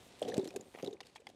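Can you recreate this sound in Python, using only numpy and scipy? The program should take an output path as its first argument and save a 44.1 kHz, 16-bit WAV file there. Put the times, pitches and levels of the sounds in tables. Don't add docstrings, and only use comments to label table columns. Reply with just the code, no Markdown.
import sys
import numpy as np
from scipy import signal
from scipy.io import wavfile
from scipy.ndimage import uniform_filter1d

SR = 44100
rng = np.random.default_rng(int(sys.argv[2]) if len(sys.argv) > 2 else 0)


def master(y):
    cut = np.clip(np.atleast_2d(y).T, -1, 1)
    pcm = np.round(cut * 32767)
    wavfile.write(sys.argv[1], SR, pcm.astype(np.int16))


def ratio_of_db(decibels):
    return 10 ** (np.asarray(decibels, float) / 20)


N = 59535


def evened(x):
    return x / np.sqrt(np.mean(x ** 2) + 1e-20)


def add(mix, s, sound):
    part = mix[round(s * SR):][:len(sound)]
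    part += sound[:len(part)]


def curve(points, column=1):
    rows = np.array(points)
    return np.interp(np.arange(N) / SR, rows[:, 0], rows[:, column])


def colour(x, points):
    f, db = np.transpose(points)
    hz = abs(np.fft.fftfreq(8192, 1 / SR))
    spectrum_db = np.interp(np.log(hz + 1), np.log(f + 1), db, left=-60)
    log_gain = np.log(ratio_of_db(spectrum_db))
    taps = np.fft.ifft(np.exp(signal.hilbert(log_gain).conj())).real[:3000]
    return signal.oaconvolve(x, taps / np.linalg.norm(taps))[:len(x)]


def dull(x, hz):
    keep = np.exp(-2 * np.pi * hz / SR)
    return signal.lfilter([(1 - keep) ** 2], [1, -2 * keep, keep ** 2], x)


def ring(hz, t60, rise):
    t = np.arange(4000) / SR
    return np.sin(2 * np.pi * hz * t) * (1 - np.exp(-t / rise)) * ratio_of_db(-60 * t / t60)


def grains(per_s, spread_db):
    size = ratio_of_db(spread_db * np.minimum(rng.exponential(1, N), 3))
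    return rng.standard_normal(N) * size * (rng.random(N) < per_s / SR)


# [f/Hz, level/dB per Hz]
AIR_SPECTRUM = [(25, -7), (70, 9.5), (130, 6.5), (400, 4.5), (1000, -0.5), (4600, -30), (10000, -23.5),
                (16000, -48)]
AIR_DB, AIR_FADE_DB_PER_S = -65, -6.5


def air():
    smooth = uniform_filter1d(uniform_filter1d(rng.standard_normal(N), 2500), 2500)
    level_db = AIR_DB + AIR_FADE_DB_PER_S * np.arange(N) / SR + evened(smooth)
    return ratio_of_db(level_db) * evened(colour(rng.standard_normal(N), AIR_SPECTRUM))


# [t/s, rustle level/dB, sheen level/dB]
SLEEVE_MOTION = [(0, -65, -75), (.07, -65, -69), (.12, -63, -83), (.2, -65, -76), (.42, -62.5, -79),
                 (.58, -72.5, -79), (.8, -68.5, -72.5), (.9, -71.5, -81), (.98, -79.5, -104),
                 (1.08, -70, -84), (1.24, -77, -105), (1.3, -73.5, -102)]
# [f/Hz, level/dB per Hz]
RUSTLE_SPECTRUM = [(500, 2), (1200, -1.5), (2000, 2.5), (3800, 3), (5500, -4), (9000, -6), (14000, -30)]
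# [f/Hz, level/dB per Hz]
SHEEN_SPECTRUM = [(3000, -29), (7000, -18.5), (12000, -21.5), (15500, -30), (16500, -45)]
CRINKLE_PER_S, CRINKLE_DB = 1000, -1.5


def sleeve():
    crinkles = evened(grains(CRINKLE_PER_S, 2.1))
    rubbing = rng.standard_normal(N) + ratio_of_db(CRINKLE_DB) * crinkles
    rustle = evened(colour(rubbing, RUSTLE_SPECTRUM)) * ratio_of_db(curve(SLEEVE_MOTION))
    sheen = evened(colour(rng.standard_normal(N), SHEEN_SPECTRUM))
    return rustle + sheen * ratio_of_db(curve(SLEEVE_MOTION, column=2))


# [t/s, level/dB]
STIR = [(0, -64.5), (.212, -67), (.225, -42.5), (.39, -40), (.43, -56), (.6, -51.5), (.72, -69.5),
        (.822, -78.5), (.832, -40.5), (.95, -59), (.985, -64.5), (1.24, -77.5), (1.29, -61.5),
        (1.33, -65.5)]
# [f/Hz, width/Hz, level/dB]
BOX_MODES = [(146, 76, -12.5), (222, 92, -3), (293.7, 75, 3), (386.7, 54.7, 3), (465.6, 64, 1),
             (525, 73, -3.5), (702, 79.3, -1.5)]
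STIR_PER_S, STIR_SPREAD_DB = 500, 3.5


def hollow(x):
    out = np.zeros(N)
    for hz, width, db in BOX_MODES:
        out += ratio_of_db(db) * signal.oaconvolve(x, ring(hz, 1.57 / width, 0.0052))[:N]
    return out


def shuffle():
    return evened(hollow(grains(STIR_PER_S, STIR_SPREAD_DB))) * ratio_of_db(curve(STIR))


def chatter():
    clinks = np.zeros(N)
    for hz in np.geomspace(1900, 6500, num=12):
        clinks += signal.oaconvolve(grains(99, 0.92), ring(hz, 0.0041, 0.00028))[:N]
    return evened(clinks) * ratio_of_db(curve(STIR) - 25)


# [t/s, peak level/dB, ring f/Hz, crack against ring/dB, crack t60/s]
TICKS = [(.1938, -57, 9000, 12, 0.022), (.2167, -38.5, 8550, -5, 0.016), (.2255, -30, 3280, -7, 0.048),
         (.250, -36.5, 3170, -11, 0.028), (.278, -43.5, 3150, 2, 0.049), (.2841, -39.5, 3800, 4.5, 0.021),
         (.2895, -43, 7130, 5.5, 0.019), (.2975, -41.5, 3800, 0, .035), (.313, -43, 3830, -16, .02),
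         (.320, -36, 1800, -5, 0.011), (.3245, -52, 10400, -7, .02), (.3375, -58, 8200, -2, .015),
         (.3417, -34.5, 3960, 3, 0.024), (.3682, -43.5, 7800, 8.5, 0.024), (.3784, -34.5, 8050, 2.5, 0.018),
         (.3946, -39, 3840, -4, 0.024), (.4145, -45, 3780, -17, 0.027), (.439, -59, 7060, 4, 0.014),
         (.4435, -48, 8030, 7, 0.027), (.4527, -52.5, 5470, 11.5, 0.028), (.467, -62, 7040, 4, 0.034),
         (.4752, -41.5, 7350, 3, 0.026), (.4876, -41.5, 5380, -2, 0.009), (.5056, -43.5, 2460, 5.5, 0.018),
         (.5385, -60, 6940, 6, .03), (.5612, -34.5, 6970, 3, 0.028), (.5615, -48, 12300, -5, 0.016),
         (.6087, -40, 6900, -6.5, 0.026), (.7482, -40, 2070, -12, .02), (.788, -50, 2440, -9, 0.025),
         (.8255, -44, 6600, 8.5, 0.01), (.8462, -44, 5230, 4, .025), (.8455, -38, 3300, 1, .02),
         (.8618, -36, 3930, -8, 0.026), (.8738, -34, 3640, -7.5, 0.026), (.9086, -51, 6600, -6, 0.025),
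         (.9283, -41.5, 3700, -7.5, 0.037), (.935, -47.5, 6700, -9, 0.029)]
# [f/Hz, level/dB per Hz]
CRACK_SPECTRUM = [(600, 2.5), (1200, -0.5), (3200, 2.5), (7000, 1), (12500, -6.5), (15800, -25),
                  (17000, -56)]
TICK_T60, RATTLE_S, TICK_SPREAD = 0.011, 0.0036, 0.09
TICK_RISE_S, SNAP_T60 = 0.00062, 0.0033


def clicks(rows, snap_db, rise):
    rings, cracks, t = np.zeros(N), np.zeros(N), np.arange(2000) / SR
    for s, db, hz, crack_db, crack_t60 in rows:
        add(rings, s, 0.76 * ratio_of_db(db) * ring(hz, TICK_T60, TICK_RISE_S))
        for off, late in rng.random((4, 2)):
            near_hz = hz * (1 + TICK_SPREAD * (2 * off - 1))
            add(rings, s + RATTLE_S * late, 0.34 * ratio_of_db(db) * ring(near_hz, TICK_T60, TICK_RISE_S))
        crack = ratio_of_db(-60 * t / crack_t60) * (1 - np.exp(-t / rise))
        snap = ratio_of_db(snap_db - 60 * t / SNAP_T60)
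        hiss = dull(rng.standard_normal(2000), 2.62 * hz)
        add(cracks, s, ratio_of_db(db + crack_db - 7.0) * (crack + snap) * hiss)
    return rings + colour(cracks, CRACK_SPECTRUM)


def ticks():
    return clicks(TICKS, snap_db=-6.5, rise=TICK_RISE_S)


# [t/s, peak level/dB, wall f/Hz, contact/s]
KNOCKS = [(0.2204, -24.5, 578, 0.0022), (.227, -30, 510, 0.0018), (.259, -35.5, 558, 0.004),
          (.2855, -32.5, 438, 0.0076), (0.304, -36.5, 411, 0.0083), (.3215, -51, 695, 0.0027),
          (0.327, -40, 460, 0.002), (.340, -33.5, 528, 0.0042), (.367, -36.5, 604, 0.0063),
          (0.3812, -18, 255, 0.0016), (.396, -29.5, 384, 0.01), (.420, -38.5, 389.5, 0.023),
          (0.459, -32.5, 354, 0.0016), (.434, -32, 333, 0.0016), (.470, -41.5, 330, 0.0017),
          (0.479, -40.5, 316, 0.0066), (.541, -44, 585, 0.0019), (.552, -45, 717, 0.0043),
          (.565, -32.5, 410, 0.0054), (.573, -35.5, 390, 0.0015), (0.7496, -38, 496, 0.001),
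          (.776, -45, 664, 0.0012), (.832, -31.5, 433, 0.0016), (.839, -37.5, 320, 0.0032),
          (.863, -41, 300, 0.0038), (.880, -34, 401, 0.0069), (0.91, -42.5, 430, 0.007),
          (0.932, -40.5, 420, 0.0052), (.946, -46, 347, 0.0023), (1.016, -48.5, 475, 0.0014),
          (1.058, -61, 500, 0.0034), (1.202, -56.5, 450, 0.0059), (1.222, -58, 540, .004),
          (1.301, -52, 648, .002)]
BOX_SHARE_DB = -0.5


def knock(hz, contact):
    u = np.arange(3000) / SR / contact
    return u ** 2 * np.exp(2 - 2 * u) * np.sin(2 * np.pi * hz * (u - 1) * contact)


def knocks():
    walls, pushes = np.zeros(N), np.zeros(N)
    for s, db, hz, contact in KNOCKS:
        add(walls, s - contact, ratio_of_db(db) * knock(hz, contact))
        add(pushes, s, ratio_of_db(db + BOX_SHARE_DB) * np.ones(1))
    return walls + .5 * hollow(pushes)


# [t/s, peak level/dB, f/Hz, t60/s]
SINGING = [
    (.284, -58, 5930, .05),
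    (.303, -60, 5960, .12),
    (.3245, -60, 5880, .06),
]


def singing():
    out = np.zeros(N)
    for s, db, hz, t60 in SINGING:
        add(out, s, ratio_of_db(db) * ring(hz, t60, 0.0012))
    return out


# [t/s, f/Hz]
WHISTLES = [
    [(.63, 8400), (.655, 8800), (.69, 8350), (.72, 8600), (.752, 9950), (.77, 9500), (.795, 9800)],
    [(.765, 14200), (.78, 14300), (.805, 14100), (.845, 12300), (.86, 11600)],
    [(.785, 11150), (.8, 11300), (.825, 11000), (.85, 10400)],
    [(.885, 12300), (.905, 11700)],
    [(.78, 8900), (.81, 9000), (.825, 8800)],
    [(.68, 12100), (.72, 12300)],
]
WHISTLE_DB = [-80, -81, -80, -84, -83, -87]


def whistles():
    out, t = np.zeros(N), np.arange(N) / SR
    for rows, db in zip(WHISTLES, WHISTLE_DB):
        gate = np.clip(np.minimum(t - rows[0][0], rows[-1][0] - t) / .008, 0, 1)
        waver = evened(uniform_filter1d(rng.standard_normal(N), size=200))
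        wobble = evened(uniform_filter1d(rng.standard_normal(N), size=200))
        hz = uniform_filter1d(curve(rows), size=500) + 20 * wobble
        tone = np.sin(2 * np.pi * np.cumsum(hz) / SR)
        out += gate * (1 + .25 * waver) * ratio_of_db(db + 3) * tone
    return out


# [t/s, level/dB]
DRAG = [(.73, -118), (.742, -51.5), (.76, -57.5), (.77, -67), (.79, -52), (.81, -55), (.822, -84)]
# [f/Hz, level/dB per Hz]
CARD_SPECTRUM = [(150, -15), (400, -12.5), (850, -11.5), (1400, -21), (2400, -15.5), (4300, -32),
                 (7000, -36), (14000, -73)]


def drag():
    scrape = grains(1500, 3.7) + 0.078 * rng.standard_normal(N)
    return evened(colour(scrape, CARD_SPECTRUM)) * ratio_of_db(curve(DRAG))


# [t/s, peak level/dB, ring f/Hz, crack against ring/dB, crack t60/s]
TOUCHES = [(0.9678, -49.5, 2280, -15, .012), (1.030, -49, 2840, 1, 0.027), (1.0345, -49.5, 2040, -2, 0.033),
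           (1.0500, -52.5, 3570, -3, 0.034), (1.0566, -55, 3700, 6, 0.031), (1.064, -59, 4700, 5, 0.024),
           (1.068, -45, 4500, 7, 0.013), (1.0955, -58, 4450, 1, 0.031), (1.151, -54, 4670, 4, 0.041),
           (1.1555, -49, 4630, -3, 0.01), (1.1645, -53, 6400, -5, 0.059), (1.179, -45.5, 2390, -19, .02),
           (1.2017, -59, 7860, 2, 0.044), (1.218, -56.5, 2485, -5, .03), (1.288, -58, 6520, 7, 0.046),
           (1.2985, -52, 3380, 7, 0.027)]


def touches():
    return clicks(TOUCHES, snap_db=-14, rise=.0015)


# [t/s, peak level/dB, rattle length/s]
PORT_HITS = [
    (1.0047, -33.5, 0.0055),
    (1.159, -39.5, 0.0077),
    (1.2691, -38, 0.0019),
]
# [f/Hz, level/dB, t60/s]
PORT_MODES = [
    [(814, 7.4, 0.036), (1032, 3.4, 0.027), (1510, 2.6, 0.014), (1940, 3.4, 0.023), (3680, 1.2, 0.036),
     (4150, 2.7, 0.018), (4740, 8.8, 0.015), (6100, 2, 0.011)],
    [(882, 12, 0.032), (980, 8, 0.017), (1870, 12.5, 0.017), (2200, 7.5, 0.024), (3170, 6, 0.043),
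     (3930, 10, 0.0083), (6500, -4, 0.013), (8470, 1, 0.017)],
    [(814, 14.5, 0.024), (1070, -5.5, 0.042), (1684, 6, 0.029), (2084, 17.5, .016), (3160, 11, 0.014),
     (3470, 11.5, 0.024), (4850, 11.5, 0.011), (8640, 4.5, 0.0089)],
]
PORT_CRACK_DB, PORT_CRACK_T60 = -13, .02


def port():
    out, cracks, t = np.zeros(N), np.zeros(N), np.arange(2000) / SR
    for (s, db, length), modes in zip(PORT_HITS, PORT_MODES):
        for k in range(3):
            hit = np.zeros(4000)
            for hz, mode_db, t60 in modes:
                detune = 1 + 0.083 * (rng.random() - .5)
                hit += ratio_of_db(mode_db) * ring(hz * detune, t60, 0.00019)
            add(out, s + length * k / 2, ratio_of_db(db - 18 - 11.7 * k) * hit)
        fall_db = 60 * np.maximum(t - length, 0) / PORT_CRACK_T60
        add(cracks, s, ratio_of_db(db + PORT_CRACK_DB - fall_db) * rng.standard_normal(2000))
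    return out + colour(dull(cracks, 6000), CRACK_SPECTRUM)


def scene():
    no_bass = signal.butter(3, 108, "high", fs=SR, output="sos")
    box = signal.sosfilt(no_bass, shuffle() + knocks() + drag())
    shells = chatter() + ticks() + singing() + touches()
    cloth = sleeve() + whistles()
    return (air() + cloth + box + shells + port())[None]


def low_pass(x):
    return signal.sosfilt(signal.butter(12, 15850, fs=SR, output="sos"), x)


def record(dry):
    return low_pass(dry)


dry = scene()
out = record(dry)
master(out)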